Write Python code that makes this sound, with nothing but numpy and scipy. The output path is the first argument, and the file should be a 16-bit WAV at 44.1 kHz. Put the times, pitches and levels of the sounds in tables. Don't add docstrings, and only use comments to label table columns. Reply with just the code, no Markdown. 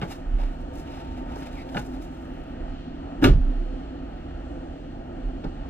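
import sys
import numpy as np
from scipy import signal
from scipy.fft import rfft, irfft
from scipy.io import wavfile
from scipy.ndimage import uniform_filter1d, map_coordinates

SR = 44100
rng = np.random.default_rng(int(sys.argv[2]) if len(sys.argv) > 2 else 0)


def generate_wav(sig):
    pcm = np.round(np.clip(np.atleast_2d(sig).T, -1, 1) * 32767).astype(np.int16)
    wavfile.write(sys.argv[1], SR, pcm)


N = 250929
T = np.arange(N) / SR
HZ = np.maximum(np.fft.rfftfreq(N, 1 / SR), 1)


def undb(db):
    return 10 ** (np.asarray(db) / 20)


def on_log(table, hz, axis=1):
    rows = np.array(table, float)
    return np.interp(np.log(hz), np.log(rows[:, 0]), rows[:, axis])


def unit(x):
    return x / np.sqrt(np.mean(x ** 2))


def noise(gain):
    return unit(irfft(rfft(rng.standard_normal(N)) * gain, N))


def bump(hz, width_hz):
    return 1 / np.sqrt(1 + ((HZ - hz ** 2 / HZ) / width_hz) ** 2)


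def peak(hz, width_hz):
    return 1 / (1 + 1j * (HZ - hz ** 2 / HZ) / width_hz)


def fade(start, t60):
    age = np.maximum(T - start, 0)
    return (1 - np.exp(-age / .0006)) * np.exp(-np.log(1000) * age / t60)


def swell(start, hold, rise_db_s, fall_db_s):
    before = np.maximum(start - T, 0)
    after = np.maximum(T - start - hold, 0)
    return undb(-rise_db_s * before - fall_db_s * after)


def ring(x, hz, t60):
    pole = np.exp(2j * np.pi * hz / SR - np.log(1000) / (t60 * SR))
    return signal.lfilter([1], [1, -pole], x).imag


def walk(rate):
    k = int(SR / rate)
    steps = np.repeat(rng.standard_normal(N // k + 1), k)[:N]
    slewed = uniform_filter1d(steps, k, mode="wrap")
    return unit(uniform_filter1d(slewed, k, mode="wrap"))


# (f/Hz, left lead/rad, left minus right/dB, likeness/0-1)
PORTS = [(20, 0, -4, .995), (70, .1, -1.5, .99), (170, .45, -.5, .97), (220, .25, -.6, .99),
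         (290, .8, -.8, .99), (400, 1.25, -.6, .97), (800, 1.7, 0, .9), (1100, 3.3, .5, .7),
         (1250, .7, .5, .9), (1800, .6, .5, .8), (2500, 1.1, .7, .55), (4000, 2.9, 3.2, .3),
         (8000, 4.5, 3.5, .25), (15000, 6.1, 6.5, .3)]


def port_gains(hz):
    half = undb(on_log(PORTS, hz, axis=2) / 2) * np.exp(.5j * on_log(PORTS, hz))
    return np.array([half, 1 / half])


def ports(shared, own=None):
    blend = rfft(shared)
    if own is not None:
        like = np.clip(on_log(PORTS, HZ, axis=3), 0, 1)
        blend = np.sqrt(like) * blend + np.sqrt(1 - like) * rfft(own)
    return irfft(blend * port_gains(HZ), N)


# (f/Hz, relative level per Hz/dB)
AIR = [(18, -4.5), (32, 5), (62, 0), (85, -6), (110, -9.5), (185, -16.5), (440, -20.5), (800, -18),
       (1000, -24.5), (1300, -22.5), (2000, -35), (3200, -38.5), (4700, -47.5), (8000, -53.5),
       (11000, -72.5), (15700, -66)]
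# (f/Hz, width/Hz, level/dB)
AIR_PEAKS = [(262.8, 77, 17.5), (342.2, 56, 9.5), (511, 26, 7), (669, 114, 5.5), (1294, 260, -3.5),
             (1860, 78, 6), (2890, 660, 6), (4280, 190, 7.5)]
AIR_DB = -34.5
# (f/Hz, rms level/dB)
FANS = [(158.6, -62), (162.3, -50.5), (1880, -76)]
# (t/s, rms level/dB)
WHINE = [(0, -63), (.8, -51.5), (1.19, -46.5), (1.65, -54), (1.96, -54.5), (3.4, -69), (5.69, -78)]
WHINE_HZ = 909


def garage():
    resonances = sum(db * bump(hz, width) ** 2 for hz, width, db in AIR_PEAKS)
    colour = undb(on_log(AIR, HZ) + resonances)
    air_spectra = rfft(rng.standard_normal((3, N))) * colour
    octave = np.log2(HZ / 16)
    slow_swell = walk(0.089)
    air = 0
    for k in range(11):
        band = irfft(air_spectra * np.clip(1 - abs(octave - k), 0, 1), N)
        air = air + band * undb(.5 * slow_swell + 1.3 * walk(7))
    air = unit(air) * undb(AIR_DB)

    whine_db = np.interp(T, *np.transpose(WHINE))
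    tones = 0
    for hz, db in [*FANS, (WHINE_HZ, whine_db)]:
        level = np.sqrt(2) * undb(db + 0.5 * walk(2.4))
        phase = np.cumsum(2 * np.pi * hz * (1 + 0.0004 * walk(2.3)) / SR)
        tones = tones + level * port_gains(hz)[:, None] * np.exp(1j * phase)
    return ports(air[0], air[1:]) + tones.real


# (t/s, click level/dB, click f/Hz, body level/dB, thud level/dB, thud f/Hz)
KNOCKS = [(0.016, -32.5, 2390, -28.5, -23, 168), (0.0232, -32.5, 2000, -35, -37, 255),
          (.031, -34, 1800, -35, -16.5, 160), (.038, -42, 1800, -47, -30.5, 200),
          (0.051, -52, 1790, -60, -31, 129), (0.756, -55, 8000, -60, -60, 200),
          (0.784, -54, 7000, -57, -50, 200), (1.359, -48, 5100, -32.5, -56, 304),
          (1.423, -44.5, 2500, -39, -23.5, 282), (1.691, -46, 3000, -51, -42, 300),
          (1.746, -35, 2000, -32.5, -33.5, 191), (1.7493, -37, 1400, -33, -28.5, 152),
          (1.758, -57, 1300, -33, -16.5, 192), (1.7691, -25.5, 1840, -40, -26, 308),
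          (1.772, -25, 1410, -44, -47, 400), (1.7749, -35.5, 2000, -40, -42, 490),
          (1.787, -54, 1390, -54, -21.5, 137), (2.252, -63, 1500, -50, -50, 300),
          (4.308, -47, 1500, -49, -55, 300), (5.288, -47, 1500, -40, -54, 300),
          (5.4396, -41, 1510, -34, -29, 407), (5.4442, -44, 3200, -50, -46, 300),
          (5.4481, -49, 1500, -41, -18, 260), (5.456, -50, 1500, -51, -39, 300),
          (5.463, -57, 1500, -47, -23, 154)]
# (f/Hz, width/Hz, level/dB)
TRIM = [(1180, 300, -2), (1480, 210, 5), (2190, 400, -7), (3000, 690, -1), (4390, 490, -5.5)]
TRIM_GAP_DB = -17
CLICK_T60_S, TICK_DB = 0.029, 16
KNOCK_T60_S = 0.095
THUD_CYCLES = 8.5


def knocks():
    clicks, body = 0, 0
    white = rng.standard_normal(N)
    woody = noise(bump(540, 1100) ** 2)
    trim = undb(TRIM_GAP_DB) + sum(undb(db) * peak(hz, width) for hz, width, db in TRIM)
    for s, click_db, click_hz, body_db, thud_db, thud_hz in KNOCKS:
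        colour = trim * peak(click_hz, 1.5 * click_hz) ** 3
        colour = colour / np.sqrt(np.mean(abs(colour) ** 2))
        tick = undb(TICK_DB) * (np.arange(N) == int(s * SR))
        contact = fade(s, CLICK_T60_S) * white + tick
        clicks = clicks + undb(click_db) * rfft(contact) * colour
        tone = np.sin(2 * np.pi * thud_hz * (T - s))
        thud = fade(s, THUD_CYCLES / thud_hz) * undb(thud_db) * tone
        body = body + thud + fade(s, KNOCK_T60_S) * undb(body_db) * woody
    soft_body = rfft(body) / (1 + (HZ / 1600) ** 4)
    return irfft(clicks + soft_body, N)


# (start t/s, hold/s, hiss level/dB, body minus hiss/dB, dull drag minus hiss/dB)
RUSTLE = [(0.019, 0.011, -58.5, -3, -5), (0.11, 0.013, -53.5, 4.5, 8), (0.23, 0.038, -88, 7, 10),
          (0.386, 0.074, -76, 17.5, 28.5), (0.502, 0.12, -73.5, -2, 0), (0.74, 0.069, -62, -3, -2),
          (0.87, 0.095, -75.5, 18, 22), (1.003, 0.16, -75, 15.5, 21), (1.176, 0.17, -74.5, 12.5, 26),
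          (1.368, 0.04, -62, -5, -4), (1.43, 0.045, -68.5, 14, 17), (1.525, 0.091, -65.5, 11, 16),
          (1.686, 0.074, -65.5, 4, 19), (1.768, 0.028, -52, 2, 8), (1.853, 0.04, -63.5, -7, 0),
          (1.93, 0.029, -75.5, 14, 24), (2.025, 0.011, -61.5, 1, 4), (2.113, 0.39, -74.5, -10, 3)]
STROKE_RISE_DB_S, STROKE_FALL_DB_S = 505, 263
# (start t/s, end t/s, f/Hz, width/Hz, level at the crest/dB, octave level/dB)
SQUEAK = (1.555, 1.635, 2170, 380, -47.5, -15)


def rustle():
    grain = undb(2.5 * walk(150) + 2 * walk(14))
    hiss = noise(bump(5900, 3400) * (HZ > 3500))
    body = noise(bump(2520, 2900) ** 2)
    drag = noise(bump(730, 590) ** 2)
    strokes = 0
    for s, hold, db, body_db, drag_db in RUSTLE:
        cloth = hiss + undb(body_db) * body + undb(drag_db) * drag
        strokes = strokes + undb(db) * swell(s, hold, STROKE_RISE_DB_S, STROKE_FALL_DB_S) * cloth

    start, end, hz, width_hz, db, octave_db = SQUEAK
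    arch = np.sin(np.pi * np.clip((T - start) / (end - start), 0, 1))
    squeak_colour = bump(hz, width_hz) ** 2 + undb(octave_db) * bump(2 * hz, 2 * width_hz) ** 2
    return grain * strokes + undb(db) * arch * noise(squeak_colour)


# (crest t/s, hold of the middle mode/s, deep level/dB, middle level/dB, upper level/dB), rms at the crest
BOOM = [(0.289, 0.033, -36, -31, -38), (0.348, 0.11, -38.5, -24, -25.5), (2.697, 0, -42, -35, -50),
        (3.31, 0, -13.5, -54, -14), (3.453, 0.15, -45, -22.5, -53), (5.26, 0.013, -43, -28.5, -31),
        (5.477, 0.042, -33.5, -43, -33)]
# (f/Hz), then (fall/dB per s)
BOOM_HZ = (27.2, 33.15, 43.05)
BOOM_FALL_DB_S = (97, 83.5, 107)
BOOM_RISE_DB_S = 213


def boom():
    phases = [np.cumsum(2 * np.pi * hz * (1 + 0.016 * walk(4.59)) / SR) for hz in BOOM_HZ]
    total = 0
    for s, hold, *levels in BOOM:
        for k, db in enumerate(levels):
            envelope = swell(s, hold * (k == 1), BOOM_RISE_DB_S, BOOM_FALL_DB_S[k])
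            dip = -np.cos(phases[k] - phases[k][int(s * SR)])
            total = total + np.sqrt(2) * undb(db) * envelope * dip
    return total


# (t/s, level/dB)
LATCH = [(3.2407, -12.5), (3.2452, -17)]
# (t/s, panel ring level/dB, deep ring level/dB, push length/ms, crack level/dB)
SLAM = [(3.216, -31.5, -56, 1.6, -38), (3.2231, -11, -43, 2.07, -28), (3.230, -18.5, -27, 1.35, -22.5),
        (3.2399, -11.5, -21.5, 0.46, -19), (3.2434, -26, -37, 0.15, -22.5), (3.2506, -15, -23.5, 0.28, -15),
        (3.2628, -27, -35, 4.4, -34), (3.2700, -16, -18, 1, -24.5), (3.285, -33, -20, 2.8, -27),
        (3.294, -29.5, -27.5, 5.4, -33), (3.311, -42, -36, 8.7, -30), (3.334, -44.5, -20, 3.9, -41),
        (3.357, -43, -30.5, 4, -48), (3.377, -42.5, -32.5, 3.2, -58.5)]
# (f/Hz, level/dB, t60/s)
PANELS = [(60, -3, 0.33), (98.6, 0.5, 0.3), (132.3, 3, 0.22), (150, -5.5, 0.33), (175, -10, 0.2),
          (191.3, -6, 0.17), (225, -10, 0.25), (248, -4, 0.11), (277.5, 3, 0.11), (342, -3, 0.13),
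          (370.5, -6.5, 0.17), (414, -10, 0.057), (500, -5.5, 0.044), (627, -15.5, 0.099),
          (723, -19, 0.145), (904, -8.5, 0.067), (1192, -5.5, 0.08), (1425, -8, 0.081), (1544, -7, 0.055),
          (1700, -9.5, 0.051), (2270, -13, 0.03), (2826, -12, 0.05), (3360, -13.5, .04)]
DEEP_HZ = 200
# (f/Hz, relative level per Hz/dB)
CRACK = [(70, -32), (150, -7), (220, -12), (300, -6.5), (420, -3.5), (535, -17), (621, -15.5),
         (1050, -15.5), (1470, -21.5), (2100, -24), (2770, -25), (3300, -22), (3600, -34), (4400, -29.5),
         (4870, -31), (7500, -43.5), (9750, -67), (16500, -120)]
CRACK_T60_S = 0.063
RATTLE_DB, RATTLE_T60_S = -31.0, 0.032
# (hold/s, level/dB, rise/dB per s, fall/dB per s)
FIZZ = (.012, -39, 1100, 480)


def door():
    push = np.zeros((2, N))
    crack = 0
    rattle = rng.standard_normal(N)
    for s, db, deep_db, ms, crack_db in SLAM:
        shape = np.hanning(int(ms * SR / 1000) + 3)
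        first = int(s * SR)
        drive = undb(RATTLE_DB) * fade(s, RATTLE_T60_S) * rattle
        drive[first:first + len(shape)] += shape / shape.sum()
        push += undb([[db], [deep_db]]) * drive
        crack = crack + undb(crack_db) * fade(s, CRACK_T60_S)

    panels = 0
    for k, (hz, db, t60) in enumerate(PANELS):
        sign = (-1) ** k
        panels = panels + sign * undb(db) * ring(push[int(hz < DEEP_HZ)], hz, t60)

    jangle = undb(3 * walk(150))
    crackle = jangle * crack * noise(undb(on_log(CRACK, HZ)))
    hold, db, rise_db_s, fall_db_s = FIZZ
    treble = undb(db) * swell(LATCH[0][0], hold, rise_db_s, fall_db_s) * (T > SLAM[0][0])
    return panels + crackle + treble * noise(bump(8000, 18000) * (HZ > 4800))


LATCH_HZ, LATCH_WIDTH_HZ, LATCH_T60_S = 2650, 2100, 0.022


def latch():
    snaps = sum(undb(db) * fade(s, LATCH_T60_S) for s, db in LATCH)
    return snaps * noise(bump(LATCH_HZ, LATCH_WIDTH_HZ) ** 2)


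# (f/Hz, t60/s, level/dB)
ROOM = [(60, 0.11, -15.5), (300, 0.19, -3.5), (1950, 0.17, -11), (6030, 0.16, -6.5), (14000, 0.069, -15)]
SCATTER_RAD, SCATTER_HZ = .8, 250


def room(dry):
    tails = np.zeros((3, N))
    t = T[:SR // 2]
    for hz in 60 * 2. ** np.arange(9):
        t60, db = on_log(ROOM, hz), on_log(ROOM, hz, axis=2)
        decay = np.exp(-np.log(1000) * t / t60) * np.clip(t / 0.013, 0, 1)
        share = undb(db) * np.sqrt(1.4 * hz / SR / np.sum(decay ** 2))
        for tail in tails:
            tail[:len(t)] += share * decay * noise(bump(hz, .7 * hz) ** 2)[:len(t)]
    knots = rng.standard_normal((2, 200))
    twist = map_coordinates(knots, np.broadcast_arrays([[0], [1]], HZ / SCATTER_HZ))
    unlike = np.sqrt(1 - on_log(PORTS, HZ, axis=3))
    straight = port_gains(HZ) * np.exp(1j * SCATTER_RAD * twist * unlike)
    response = straight + rfft(ports(tails[0], tails[1:]))
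    faded_in = dry * np.clip(T / .012, 0, 1)
    return irfft(response * rfft(faded_in), N)


def scene():
    in_room = room(knocks() + rustle() + door() + latch())
    deep = ports(boom() * signal.windows.tukey(N, 1 / 100))
    return garage() + in_room + deep


TOP_HZ = 15450


def record(dry):
    soft = np.tanh(0.6 * dry) / 0.61
    low_cut = signal.butter(2, 18, "high", fs=SR, output="sos")
    top_cut = signal.ellip(10, .2, 80, TOP_HZ, fs=SR, output="sos")
    return signal.sosfilt(top_cut, signal.sosfilt(low_cut, soft))


dry = scene()
out = record(dry)
generate_wav(out)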